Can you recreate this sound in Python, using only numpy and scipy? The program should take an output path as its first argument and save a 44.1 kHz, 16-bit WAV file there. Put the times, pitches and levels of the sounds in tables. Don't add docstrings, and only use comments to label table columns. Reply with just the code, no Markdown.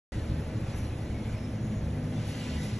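import sys
import numpy as np
from scipy import signal
from scipy.fft import rfft, irfft, next_fast_len
from scipy.io import wavfile

SR = 44100
rng = np.random.default_rng(int(sys.argv[2]) if len(sys.argv) > 2 else 0)


def inscribe(sig):
    pcm = np.round(np.clip(np.atleast_2d(sig).T, -1, 1) * 32767)
    wavfile.write(sys.argv[1], SR, pcm.astype(np.int16))


def invert_db(level):
    return 10 ** (np.asarray(level, dtype=float) / 20)


N = 123039
T_S = np.arange(N) / SR
FFT_LEN = next_fast_len(N)
HZ = np.maximum(np.fft.rfftfreq(FFT_LEN, 1 / SR), 1)
FRAME = dict(fs=SR, window="cosine", nperseg=2048, noverlap=1024)


def engine():
    # start_s, deep_db, throb_db, load_db
    rumble = [(0.13, -35.5, -45, -55), (0.18, -30, -32, -38.5), (0.28, -42, -47.5, -47.5),
              (0.31, -32.5, -35.5, -39.5), (0.53, -38.5, -44.5, -46), (0.56, -39.5, -32.5, -48),
              (0.98, -38, -37, -52), (1.18, -39, -38.5, -46), (1.36, -41, -33, -43.5),
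              (1.38, -50, -40.5, -52), (1.52, -43, -34, -45), (2.0, -41, -38.5, -38),
              (2.33, -50, -36.5, -43.5), (2.57, -37, -47, -39), (2.65, -45, -34, -37),
              (2.69, -36.5, -48, -48), (2.73, -34.5, -32, -61), (2.78, -41.5, -41.5, -78)]
    # start_s, strain_db
    strain = [(0.13, -44), (1.05, -49), (1.15, -42), (1.45, -39.5), (1.6, -41), (1.81, -40), (2.0, -52),
              (2.17, -38), (2.27, -52), (2.72, -39.5), (2.78, -46)]
    # pitch_hz, wander_hz, level_db, slope_db_per_s
    deep_tones = [(40, 2.9, -8, -3), (56.4, 4.55, -3.5, -1), (74.63, 2, 2, 0)]
    pane_tones = [(104.7, 2, 3.5, 2), (116.6, 2.53, 0.5, 1), (314, 1.94, -7.5, -3)]
    load_tones = [(152.1, 1.0, 0, 0), (247.5, .8, -5.5, 1), (494.8, 1.4, -14.5, 0), (421.4, 2.0, -18, 0)]
    drive_tones = [(207.4, 1.37, -1.5, 1.5), (221.8, 1.54, -1.5, -2), (249.5, 1.0, -12, 5)]
    # freq_hz, level_db_per_hz
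    roar = [(20, -15), (60, 2.5), (200, -1), (350, -8), (600, -14), (1100, -24.5), (2000, -26),
            (12000, -64)]
    deep_db, idle_db, load_db = in_time(rumble)
    strain_db, = in_time(strain)
    thud = invert_db(deep_db - 0.5) * rms_one(tones(deep_tones, throb_db=3.0))
    idle = invert_db(idle_db - 0.04) * rms_one(tones(pane_tones, throb_db=1.2))
    load = invert_db(load_db + 3.0) * tones(load_tones, throb_db=1.3)
    drive = invert_db(strain_db + 1.5) * tones(drive_tones, throb_db=2.2)
    return thud + idle + load + drive + invert_db(-39) * patchy(roar, patchy_db=-0.05, rate_hz=14.0)


def pump():
    # start_s, level_db
    pump_level = [(.13, -62), (.3, -70), (1.0, -69), (1.3, -66), (1.5, -70), (2.12, -70), (2.22, -60),
                  (2.4, -58), (2.55, -54.5), (2.68, -58), (2.78, -66)]
    # start_s, speed_share_of_nominal
    pump_speed = [(.13, 1.0), (2.1, 1.03), (2.22, 1.035), (2.3, 1.01), (2.5, .995), (2.58, .985),
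                  (2.68, 1.015), (2.78, 1.0)]
    # pitch_hz, level_db
    clear_tones = [(868, -13), (995, -8), (1495, -13), (1990, .5), (2455, -9)]
    # centre_hz, width_hz, level_db
    rough_bands = [(996, 22, -6), (1500, 35, -7), (1988, 55, -5), (2455, 35, -9), (2770, 150, -5),
                   (3560, 55, -11)]
    level_db, = in_time(pump_level)
    speed, = in_time(pump_speed)
    clear = 0
    for hz, db in clear_tones:
        turns = hz * np.cumsum(speed + .004 * drift(25.0)) / SR
        clear = clear + invert_db(db + 1.8 * drift(14.0)) * np.sin(2 * np.pi * turns)
    whine = resonant(rough_bands) + clear * [[1], [.3]]
    return invert_db(level_db + 1.2 * drift(20.0)) * whine


def slush():
    # start_s, level_db
    slush_level = [(0.13, -49.5), (0.18, -51.5), (0.19, -50.5), (0.22, -52), (0.65, -53), (0.7, -50),
                   (1.07, -54), (1.27, -51.5), (1.47, -53.5), (2.0, -54.5), (2.14, -51), (2.33, -47),
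                   (2.65, -47), (2.78, -49)]
    # freq_hz, level_db_per_hz
    hiss = [(500, -3), (1200, -9), (2000, -0.5), (3200, -2.5), (5000, -5.5), (8000, -9.5), (10500, -10),
            (11900, -20.5)]
    level_db, = in_time(slush_level)
    swing_db = 1.79 * (level_db - level_db.mean())
    return invert_db(-55.0 + swing_db) * patchy(hiss, patchy_db=0.86, rate_hz=1.5)


def puffs():
    # start_s, length_s, level_db
    puff_events = [
        (0.781, 0.059, -53),
        (0.846, 0.048, -59),
        (2.295, 0.056, -52),
        (2.648, 0.078, -51.5),
    ]
    # freq_hz, level_db_per_hz
    puff_colour = [(3000, -34), (5500, -8.5), (8000, -16), (10500, -5), (11600, -11.5), (12400, -30)]
    # start_s, length_s, pitch_hz, level_db
    whistles = [(2.35, .14, 5900, -63), (1.72, .22, 6750, -68), (1.25, .3, 2200, -60), (.18, .1, 1700, -58),
                (.77, .14, 5900, -64), (.68, .08, 1400, -61), (2.42, .1, 2950, -57), (1.4, .2, 2400, -62),
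                (2.32, .1, 2800, -58), (2.54, .1, 2850, -57), (2.47, .06, 2450, -58), (.72, .2, 2500, -63),
                (.93, .1, 2500, -61), (2.38, .08, 1520, -59), (.14, .06, 2000, -57), (2.64, .05, 3750, -60),
                (2.18, .05, 3550, -62)]
    fine_whistles = [(1.44, .24, 5320, -67), (1.7, .22, 6620, -69), (1.27, .25, 2180, -64),
                     (.17, .1, 1680, -62)]
    spray = [
        (2.47, .22, 4300, -59),
        (.75, .2, 1900, -58),
        (.72, .16, 1000, -58),
    ]
    shape = sum(invert_db(db) * np.exp(-(2 * (T_S - s) / length_s) ** 2) for s, length_s, db in puff_events)
    thin = bursts(whistles, .09) + bursts(fine_whistles, .012) + bursts(spray, .6)
    late = np.roll(thin, 3)
    return shape * noise(gain_at(puff_colour)) + thin * [[1], [0]] + late * [[0], [.5]]


def knocks():
    # start_s, peak_db
    bumps = [
        (.17, -48),
        (.295, -23),
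        (.81, -25),
    ]
    # mode_hz, level_db, t60_s
    bump_modes = [(70.4, -6.5, 0.36), (104.7, -6, 0.19)]
    # start_s, peak_db
    ticks = [(.300, -54), (.325, -57), (.70, -54), (.852, -51), (.898, -57), (1.07, -58), (.195, -57)]
    tick_hz, tick_t60_s = 4000, .035
    low = sum(invert_db(db) * ring(bumps, hz, t60_s) for hz, db, t60_s in bump_modes)
    return low + ring(ticks, tick_hz, tick_t60_s) + .6 * ring(ticks, 1.04 * tick_hz, tick_t60_s)


def spit():
    # start_s, length_s, low_hz, high_hz, level_db
    spit_event = (2.752, .055, 8950, 9600, -76)
    s, length_s, low_hz, high_hz, db = spit_event
    band = noise((HZ > low_hz) & (HZ < high_hz))[0]
    return invert_db(db) * np.exp(-(2 * (T_S - s) / length_s) ** 4) * band


def hum():
    # centre_hz, width_hz, level_db_rms
    hum_bands = [(26.4, 6, -52.5), (137, 18, -51), (166, 19, -54.5), (274.8, 5.8, -57), (330, 14, -57),
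                 (443.6, 8.5, -63.5), (511, 12.6, -58.5), (560, 20, -58), (630, 17, -58.5),
                 (747, 38, -62.5), (857, 23, -64), (1010, 7.3, -78)]
    return resonant(hum_bands)


def air():
    # freq_hz, level_db_per_hz
    air_colour = [(700, -2.5), (2000, -1), (3500, -9), (6000, -9), (8000, -16), (10300, -6), (11400, -13),
                  (12100, -36)]
    return invert_db(-55.5) * patchy(air_colour, patchy_db=1.5, rate_hz=10.6)


def tones(rows, throb_db):
    out = 0
    for hz, wander_hz, db, slope_db_per_s in rows:
        level_db = db + slope_db_per_s * (T_S - 0.88) + throb_db * drift(5.4)
        turns = np.cumsum(hz + wander_hz * drift(5.7)) / SR
        out = out + invert_db(level_db) * np.sin(2 * np.pi * turns)
    return out


def patchy(spectrum, patchy_db, rate_hz):
    whole = rfft(rng.standard_normal((2, FFT_LEN))) * gain_at(spectrum)
    together, out = drift(rate_hz), 0
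    for centre_oct in np.arange(4, 14.1, .5):
        band = np.cos(np.pi * np.clip(np.log2(HZ) - centre_oct, -.5, .5)) ** 2
        flicker_db = patchy_db * (0.29 * together + drift(2.9 * rate_hz))
        out = out + back(whole * band) * invert_db(flicker_db)
    return rms_one(out)


def resonant(rows):
    power = sum(invert_db(2 * db) / width_hz / (1 + (2 * (HZ - hz) / width_hz) ** 2) ** 2
                for hz, width_hz, db in rows)
    total_rms = np.sqrt(sum(invert_db(2 * db) for _, _, db in rows))
    return total_rms * noise(np.sqrt(power))


def bursts(rows, width):
    white, out = rfft(rng.standard_normal(FFT_LEN)), 0
    for s, length_s, hz, db in rows:
        band = rms_one(back(white / (1 + (2 * (HZ - hz) / (width * hz)) ** 2)))
        out = out + invert_db(db) * np.exp(-(2 * (T_S - s) / length_s) ** 4) * band
    return out


def ring(events, hz, t60_s):
    clicks = np.full(N, 1e-18)
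    for s, db in events:
        clicks[int(s * SR)] = invert_db(db)
    r, w = invert_db(-60 / (t60_s * SR)), 2 * np.pi * hz / SR
    return signal.lfilter([0, np.sin(w)], [1, -2 * r * np.cos(w), r * r], clicks)


def grain(x):
    hz, _, cells = signal.stft(x, **FRAME)
    speckle = rms_one(invert_db(4.5 * rng.standard_normal(cells.shape[1:])))
    gain = np.where(hz[:, None] > 1500, speckle, 1)
    return signal.istft(cells * gain, **FRAME)[1][:, :N]


def noise(gain):
    return rms_one(back(rfft(rng.standard_normal((2, FFT_LEN))) * gain))


def drift(rate_hz):
    r = np.exp(-80 * np.pi * rate_hz / SR)
    slow = signal.lfilter([1], [1, -2 * r, r * r], rng.standard_normal(N // 40 + 2002))[2000:]
    return np.interp(np.arange(N) / 40, np.arange(len(slow)), rms_one(slow - slow.mean()))


def gain_at(points):
    hz, db = np.transpose(points)
    return invert_db(np.interp(np.log(HZ), np.log(hz), db))


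def in_time(rows):
    s, *columns = np.transpose(rows)
    return [np.interp(T_S, s, c) for c in columns]


def back(spectrum):
    return irfft(spectrum, FFT_LEN)[..., :N]


def rms_one(x):
    return x / np.sqrt(np.mean(x ** 2) + 1e-20)


def scene():
    # freq_hz, left_lead_rad
    port_phase = [(0, 0), (1030, -.1), (2240, .1), (2500, .8), (3960, .6), (4570, 1.8), (5250, 5.0),
                  (5650, 5.9), (5750, 2 * np.pi), (6220, 2 * np.pi), (6320, 6.7), (8500, 8.9), (8760, 9.2),
                  (8800, 3 * np.pi), (9580, 3 * np.pi), (9680, 9.9), (11700, 12.0), (11800, 4 * np.pi)]
    # freq_hz, level_db_under_direct
    diffuse_level = [(60, -60), (190, -38), (350, -18), (620, -10), (1100, -5.5), (1800, -16), (3000, -5.5),
                     (4900, -9)]
    steady = engine() + hum() + grain(slush() + air()) + pump() + knocks() * [[1], [0]]
    steady_top_hz, diffuse_top_hz = 11720, 5750
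    spectra = rfft(steady, FFT_LEN) * (HZ < steady_top_hz) + rfft(grain(puffs()), FFT_LEN)
    direct, diffuse = spectra
    half_rad = np.interp(HZ, *np.transpose(port_phase)) / 2
    side = diffuse * gain_at(diffuse_level) / (1 + (HZ / diffuse_top_hz) ** 60)
    left = (direct + side) * np.exp(1j * half_rad)
    right = (direct - side) * np.exp(-1j * half_rad)
    return back(np.array([left, right])) + spit()


def mute_band(x):
    # from_s, to_s
    muted_spans = [(.28, .31), (.65, .81), (.88, .92), (.96, 1.05), (1.13, 1.27), (1.38, 1.41),
                   (1.55, 1.74), (1.82, 1.88), (1.93, 1.96), (2.12, 2.8)]
    hz, s, common = signal.stft(x.mean(axis=0), **FRAME)
    in_span = sum((s > from_s) & (s < to_s) for from_s, to_s in muted_spans)
    in_band = (hz > 8290) & (hz < 8900)
    muted = in_span * in_band[:, None]
    return x - signal.istft(common * muted, **FRAME)[1][:N]


def top_cut(x):
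    return signal.sosfilt(signal.butter(12, 12230, fs=SR, output="sos"), x)


def record(dry):
    start_s = .1203
    mix = mute_band(dry) * (np.arange(N) >= start_s * SR)
    return top_cut(mix)


dry = scene()
out = record(dry)
inscribe(out)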